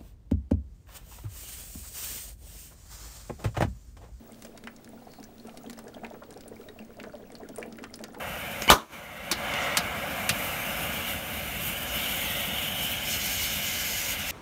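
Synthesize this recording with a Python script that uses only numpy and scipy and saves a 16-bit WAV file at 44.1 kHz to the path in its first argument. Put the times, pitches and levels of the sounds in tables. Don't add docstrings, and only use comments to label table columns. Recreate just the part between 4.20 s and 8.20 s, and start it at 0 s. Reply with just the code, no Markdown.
import sys
import numpy as np
from scipy import signal
from scipy.fft import rfft, irfft
from scipy.io import wavfile
from scipy.ndimage import uniform_filter1d

SR = 44100
rng = np.random.default_rng(int(sys.argv[2]) if len(sys.argv) > 2 else 0)


def int16_out(signal):
    q = np.round(np.clip(np.atleast_2d(signal).T, -1, 1) * 32767)
    wavfile.write(sys.argv[1], SR, q.astype(np.int16))


N = 176400

# (frequency [Hz], relative level [dB])
ROOM_SPECTRUM = [(20, 5.5), (50, -0.5), (100, 2), (300, -3), (600, -3.5), (1000, -14), (4000, -24.5),
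                 (15500, -32)]
# (time [s], level [dB])
HISS_ENVELOPE = [(0, -71), (.25, -60.5), (.34, -72), (.6, -72), (.85, -67.5), (.96, -65.5), (1.13, -75),
                 (1.22, -66), (1.38, -65), (1.47, -68.5), (2.3, -78), (2.42, -63.5), (2.53, -78), (4, -85)]
# (frequency [Hz], bandwidth [Hz], relative gain [dB])
AIR_MODES = [(227.8, 11.8, 4), (272, 61, -10.5)]
# (time [s], level [dB])
GLUGS = [(0, -49), (.11, -48.5), (.225, -48.5), (.435, -43), (.66, -47), (.73, -46), (.985, -45),
         (1.17, -48), (1.245, -43.5), (1.36, -49), (1.451, -43), (1.49, -44.5), (1.575, -47.5),
         (1.75, -47.5), (1.82, -42), (2.145, -53), (2.27, -49), (2.335, -53), (2.38, -55), (2.596, -43),
         (2.795, -43), (2.85, -52), (2.945, -46.5), (3.11, -47), (3.215, -46), (3.29, -44), (3.42, -46),
         (3.465, -44.5), (3.519, -44), (3.613, -47), (3.74, -51), (3.8, -42.5), (3.89, -49), (3.975, -45)]
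# (time [s], relative level [dB])
GAS_FLOW = [(0, -6), (1.7, -6), (4, 0.5)]
# (time [s], relative level [dB], frequency [Hz], time that gas feeds the ring [s])
BIG_BUBBLES = [(.091, -46.5, 660, 0.0043), (.248, -43.5, 586, 0.0053), (.348, -45.5, 676, 0.0069),
               (.435, -48.5, 424, 0.0048), (.731, -46.5, 672, 0.0078), (.814, -52, 515, 0.0044),
               (.818, -50, 747, 0.0046), (.868, -43.5, 730, 0.0044), (.985, -44, 740, 0.0052),
               (1.088, -51, 690, 0.0025), (1.249, -44, 430, 0.0065), (1.282, -43, 720, 0.0055),
               (1.341, -43.5, 707, 0.0067), (1.372, -52, 668, 0.009), (1.441, -38.5, 710, 0.0028),
               (1.462, -44.5, 271.6, 0.043), (1.579, -44, 610, .002), (1.641, -43, 600, 0.0014),
               (1.664, -41, 453, 0.0055), (1.682, -45.5, 626, 0.0054), (1.744, -44.5, 660, 0.0023),
               (1.766, -38.5, 613, 0.0032), (1.817, -43, 610, .002), (1.833, -37, 726, .003),
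               (1.866, -44, 744, .002), (1.909, -38, 640, 0.0037), (1.937, -37, 377, 0.0018),
               (2.017, -44.5, 603, 0.0099), (2.089, -44.5, 470, .003), (2.157, -42, 456, .007),
               (2.165, -44, 780, 0.0047), (2.258, -43, 602, 0.0055), (2.314, -40, 450, 0.0038),
               (2.396, -41.5, 424, 0.0025), (2.46, -48.5, 636, 0.03), (2.493, -45, 452, 0.0072),
               (2.559, -48.5, 680, 0.0072), (2.598, -43.5, 610, 0.0035), (2.7, -47.5, 493, 0.0036),
               (2.768, -51, 715, 0.011), (2.786, -41, 620, .006), (2.837, -42, 458, 0.0028),
               (2.869, -41.5, 650, 0.0077), (2.937, -38.5, 613, 0.0165), (2.996, -44, 620, 0.0035),
               (3.025, -55, 424, 0.01), (3.101, -44, 663, .001), (3.123, -47, 473, 0.0073),
               (3.143, -45.5, 616, 0.0022), (3.2, -42.5, 700, 0.0047), (3.213, -43, 580, 0.0029),
               (3.232, -46, 375, 0.0089), (3.292, -43.5, 640, 0.0089), (3.31, -52, 416, 0.0025),
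               (3.383, -33, 497, 0.0043), (3.381, -36, 680, 0.0053), (3.404, -38, 527, .004),
               (3.435, -43, 670, 0.0051), (3.454, -39, 483, 0.0053), (3.53, -46.5, 382, 0.0078),
               (3.587, -44, 578, 0.0075), (3.62, -42.5, 262, 0.019), (3.804, -39.5, 602, 0.0069),
               (3.842, -44.5, 598, 0.0032), (3.965, -44, 873, 0.0071), (3.972, -43, 480, 0.005)]
# (time [s], relative level [dB], frequency [Hz])
SURFACE_TICKS = [(0.121, -50.5, 8200), (0.132, -53, 3300), (0.145, -51, 3250), (0.269, -54, 2800),
                 (0.676, -51.5, 1640), (0.691, -53, 10500), (0.918, -53, 5400), (1.001, -54.5, 5250),
                 (1.182, -53, 3920), (1.287, -53.5, 1290), (1.435, -52, 6600), (1.574, -53, 1830),
                 (1.641, -55, 8200), (1.742, -50.5, 4570), (1.866, -51, 3640), (1.903, -54, 3400),
                 (2.126, -50.5, 5860), (2.136, -56, 9220), (2.141, -51.5, 3960), (2.175, -49.5, 5440),
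                 (2.237, -53.5, 2920), (2.359, -54, 5000), (2.412, -50.5, 3150), (2.625, -54, 2410),
                 (2.649, -56, 6400), (2.706, -56.5, 1380), (2.77, -54.5, 4600), (2.831, -49.5, 7500),
                 (2.852, -55, 1680), (2.897, -54, 1510), (2.934, -54, 1170), (2.953, -49.5, 3120),
                 (3.103, -52, 2190), (3.12, -52, 8310), (3.144, -56, 8800), (3.185, -58, 6980),
                 (3.376, -50.5, 2030), (3.401, -49, 9150), (3.462, -53.5, 11100), (3.557, -52, 2000),
                 (3.571, -53.5, 10400), (3.815, -53, 9500), (3.883, -55, 5700), (3.942, -56, 9100),
                 (3.987, -53, 11300)]
# (time [s], relative level [dB], centre frequency [Hz], spread [octaves])
FILM_POPS = [(0.2227, -46, 5950, 0.92), (0.2492, -45.5, 4830, 0.92), (0.3757, -46.5, 4600, 0.81),
             (0.4392, -48, 3250, 0.84), (0.4725, -36.5, 2050, 0.32), (0.5634, -53.5, 5500, 0.35),
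             (0.645, -51.5, 6100, 0.83), (0.936, -51, 3730, 1.2), (1.0286, -50.5, 5500, 1.3),
             (1.0398, -48.5, 6000, 0.19), (1.1984, -52, 4240, 0.11), (1.271, -52.5, 5660, 0.81),
             (1.2937, -49, 2920, 0.38), (1.3734, -45.5, 5200, 0.69), (1.4635, -49.5, 3210, 0.11),
             (1.4977, -42, 4280, 1.34), (1.5076, -49.5, 6530, 0.96), (1.5308, -47, 6200, 1.03),
             (1.578, -53.5, 5200, 0.13), (1.5897, -44, 4770, 1.34), (1.671, -54.5, 1640, 0.097),
             (1.6804, -51.5, 5360, 0.45), (1.7466, -45.5, 3260, 0.086), (1.8363, -48, 1510, 0.38),
             (1.8473, -38, 2130, 0.36), (1.9426, -54, 1840, 0.54), (2.036, -53, 3440, 0.49),
             (2.1068, -49.5, 5130, 1.05), (2.208, -49.5, 4770, 0.67), (2.28, -48.5, 9360, 0.18),
             (2.3642, -52.5, 2250, 0.08), (2.4862, -46, 3820, 0.085), (2.487, -48, 1880, 0.078),
             (2.5897, -43.5, 2750, 0.067), (2.8, -40.5, 2500, 0.34), (2.8384, -43, 1700, 0.67),
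             (3.1526, -44.5, 4330, 0.14), (3.2334, -52.5, 1890, 0.079), (3.2888, -48, 7300, 1.05),
             (3.3603, -44.5, 9300, 0.11), (3.3834, -45.5, 10050, 0.36), (3.4174, -51, 1670, 0.15),
             (3.428, -36, 2344, 0.18), (3.525, -49.5, 4070, 0.56), (3.5864, -44.5, 2210, 0.22),
             (3.6305, -54, 3920, 1.2), (3.6396, -38, 2370, 0.78), (3.7403, -40, 5140, 0.22),
             (3.757, -48, 10340, 0.21), (3.791, -49, 2720, 1.1), (3.8393, -38, 4720, 0.83),
             (3.9467, -44.5, 1670, 0.97)]
# (time [s], frequency [Hz], level [dB])
GAP_WHISTLE = [(0.859, 4300, -77), (.925, 4480, -63), (.982, 4290, -65), (1.0, 4000, -77)]
# (time [s], relative level [dB], centre frequency [Hz])
FOAM_SPLASHES = [(1.842, -39.5, 1140), (1.942, -44.5, 930), (2.019, -39.5, 1085), (2.841, -49, 1310),
                 (3.381, -43.5, 864), (3.432, -51, 1740), (3.645, -45, 1390), (3.837, -39, 1840),
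                 (3.943, -43, 1290)]
# (delay [s], gain [dB])
REFLECTIONS = [(.00135, -20), (.0029, -21)]
# (frequency [Hz], gain [dB])
WALL_RESPONSE = [(1000, 0.5), (1650, 1), (2500, -2.5), (3200, -5), (4800, -1), (9500, 1), (14000, -2.5)]


def undb(db):
    return 10 ** (np.asarray(db) / 20)


def unit(x):
    return x / np.sqrt(np.mean(x ** 2) + 1e-30)


def curve(table):
    return np.interp(np.arange(N) / SR, *np.array(table).T)


def add(out, start, x):
    i = int(np.clip(start * SR, 0, N - 1))
    out[i:i + len(x)] += x[:N - i]


def shape(x, gain):
    return irfft(rfft(x) * gain(np.maximum(np.fft.rfftfreq(len(x), 1 / SR), 1)), len(x))


def noise(gain, size=N):
    return shape(rng.standard_normal(size), gain)


def response(f, table):
    hz, db = np.array(table).T
    return undb(np.interp(np.log(f), np.log(hz), db))


def resonance(f, hz, width_hz):
    return 1 / (1 + 1j * (f * f - hz * hz) / (f * width_hz))


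def ring(hz, rise_s, decay_s, glide_per_s=0, hold_s=0):
    t = np.arange(int((rise_s + hold_s + 7 * decay_s) * SR)) / SR
    swell = np.sin(np.minimum(t / rise_s, 1) * np.pi / 2) ** 2
    decay = np.exp(-np.maximum(t - rise_s - hold_s, 0) / decay_s)
    return swell * decay * np.sin(2 * np.pi * hz * t * (1 + glide_per_s * t / 2))


def room_rumble(db=-54):
    return undb(db) * unit(noise(lambda f: response(f, ROOM_SPECTRUM)))


def electrical_whine(db=-65, hz=15735, width_hz=24):
    return undb(db) * unit(noise(lambda f: resonance(f, hz, width_hz) ** 2))


def hiss(hz=5700):
    return unit(noise(lambda f: resonance(f, hz, 2 * hz))) * undb(curve(HISS_ENVELOPE))


def air_boom(rise_s=.012, decay_s=.056, floor_db=-57.5):
    modes = lambda f: sum(undb(db) * resonance(f, hz, width) for hz, width, db in AIR_MODES)
    air = noise(lambda f: modes(f) * np.abs(resonance(f, hz=242, width_hz=117)))
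    air /= np.sqrt(uniform_filter1d(air ** 2, size=1500) + 1e-18)
    power = undb(floor_db) ** 2
    for start, db in GLUGS:
        age = np.maximum(np.arange(N) / SR - start, 0)
        envelope = np.minimum(age / rise_s, 1) * np.exp(-np.maximum(age - rise_s, 0) / decay_s)
        power = power + (undb(db) * envelope) ** 2
    return air * np.sqrt(power)


def bubble_swarm(count, low_hz, high_hz, decay_cycles, scatter_db):
    out = np.zeros(N)
    for when, pitch, strength in rng.random((count, 3)):
        hz = low_hz * (high_hz / low_hz) ** pitch
        db = scatter_db * min(-np.log(1 - strength), np.pi)
        add(out, when * N / SR, undb(db) * ring(hz, .54 / hz, decay_cycles / hz))
    return out * undb(curve(GAS_FLOW))


def gurgle(count=9, trail_s=.036, trail_hz=574, spread_oct=1.35, fall_oct_per_s=11.1, splash_s=.018):
    out = np.zeros(N)
    for start, db, hz, feed_s in BIG_BUBBLES:
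        bubble = ring(hz, rise_s=.002, decay_s=.0021, glide_per_s=-2, hold_s=feed_s)
        add(out, start, undb(db + 1.5) * bubble)
        for k, (jitter, when, trail_pitch, splash_pitch) in enumerate(rng.random((count, 4))):
            progress = (k + jitter) / count
            delay = trail_s * progress
            octaves = spread_oct * (trail_pitch - .5) - fall_oct_per_s * delay
            follower_hz = np.sqrt(hz * trail_hz) * 2 ** octaves
            follower = ring(follower_hz, .0015, 1.8 / follower_hz)
            add(out, start + delay, undb(db - 4.5 - 3 * progress) * follower)
            splash_hz = 1135 * 2 ** (1.34 * (splash_pitch - .5))
            add(out, start + splash_s * when, undb(db - 14) * ring(splash_hz, .00048, 1.5 / splash_hz))
    return out


def crackle(count=10, span_s=.04, low_hz=1470, high_hz=10240):
    out = np.zeros(N)
    for start, db, _, _ in BIG_BUBBLES:
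        for when, pitch, weakness in rng.random((count, 3)):
            hz = low_hz * (high_hz / low_hz) ** pitch
            add(out, start + span_s * when, undb(db - 8.5 - 31 * weakness) * ring(hz, .5 / hz, 2.8 / hz))
    return out


def ticks(size=1024, crack_s=.002):
    out, t = np.zeros(N), np.arange(size) / SR
    for start, db, hz in SURFACE_TICKS:
        add(out, start, undb(db + 10.5) * ring(hz, rise_s=.00012, decay_s=4.7 / (hz + 2000)))
        crack = unit(noise(lambda f: resonance(f, hz, hz), size))
        add(out, start, undb(db + .5) * crack * np.exp(-t / crack_s))
    return out


def pops(size=4096, tear_s=.00046, rise_s=.00036, crack_s=.0023, ring_s=.0035, spray_s=.0076):
    out, t = np.zeros(N), (np.arange(size) - 256) / SR
    age = np.maximum(t, 0)
    attack = 1 - np.exp(-age / rise_s)
    crack_envelope = attack * np.exp(-age / crack_s) + undb(-1.5) * np.exp(-np.abs(t) / tear_s)
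    spray_envelope = attack * undb(-2) * np.exp(-age / spray_s)
    for start, db, hz, spread in FILM_POPS:
        spread = max(spread, .1)
        peak = lambda f: np.exp(-(np.log2(f / hz) / spread / 2) ** 2)
        band = lambda f: (peak(f) + undb(-11.5) * np.abs(resonance(f, hz, 2 * hz))) / np.sqrt(f)
        crack = crack_envelope * noise(band, size)
        spray = spray_envelope * noise(lambda f: band(f) / np.hypot(1, f / 3000), size)
        tone = unit(attack * np.sin(2 * np.pi * hz * age) * np.exp(-age / ring_s))
        burst = unit(crack + spray) + .13 / spread * tone
        add(out, start + t[0], undb(db - 10.56) * unit(burst))
    return out


def squeak(flutter_hz=130, flutter_rad=1.9):
    when, hz, db = np.array(GAP_WHISTLE).T
    t = np.arange(N) / SR
    phase = 2 * np.pi * np.cumsum(np.interp(t, when, hz)) / SR
    flutter = unit(noise(lambda f: 1 / (1 + (f / flutter_hz) ** 2)))
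    tone = unit(np.sin(phase + flutter_rad * flutter))
    return tone * undb(np.interp(t, when, db)) * (t > when[0]) * (t < when[-1])


def foam_splashes(count=9, span_s=.018, fade_db=8.7):
    out = np.zeros(N)
    for start, db, centre_hz in FOAM_SPLASHES:
        for k, (jitter, pitch) in enumerate(rng.random((count, 2))):
            progress = (k + jitter) / count
            hz = centre_hz * 2 ** (pitch - .5)
            add(out, start + span_s * progress, undb(db - fade_db * progress) * ring(hz, .00083, 2 / hz))
    return out


def early_echoes(x):
    out = x.copy()
    for delay, db in REFLECTIONS:
        add(out, delay, undb(db) * x)
    return out


def through_wall(x):
    return shape(x, lambda f: response(f, WALL_RESPONSE))


def workshop_reverb(x, size=16384, t60_s=.16, cutoff_hz=2200):
    t = np.arange(size) / SR
    scatter = noise(lambda f: 1 / np.hypot(1, f / cutoff_hz), size)
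    envelope = undb(-60 * t / t60_s) * (t > .003)
    impulse_response = scatter * envelope / np.sqrt(np.sum(envelope ** 2))
    return x + undb(-9) * signal.fftconvolve(x, impulse_response)[:N]


def scene():
    simmer = undb(-48) * bubble_swarm(220, low_hz=247.5, high_hz=804, decay_cycles=1.9, scatter_db=3)
    fizz = undb(-64.5) * bubble_swarm(1000, low_hz=1173, high_hz=12800, decay_cycles=7.1, scatter_db=6)
    bursts = through_wall(early_echoes(pops() + ticks() + crackle() + fizz))
    water = workshop_reverb(gurgle() + foam_splashes() + simmer + bursts)
    return (water + air_boom() + squeak() + hiss() + room_rumble() + electrical_whine())[None]


def record(dry):
    return signal.sosfilt(signal.ellip(10, .1, 70, 15900, fs=SR, output="sos"), dry)


dry = scene()
out = record(dry)
int16_out(out)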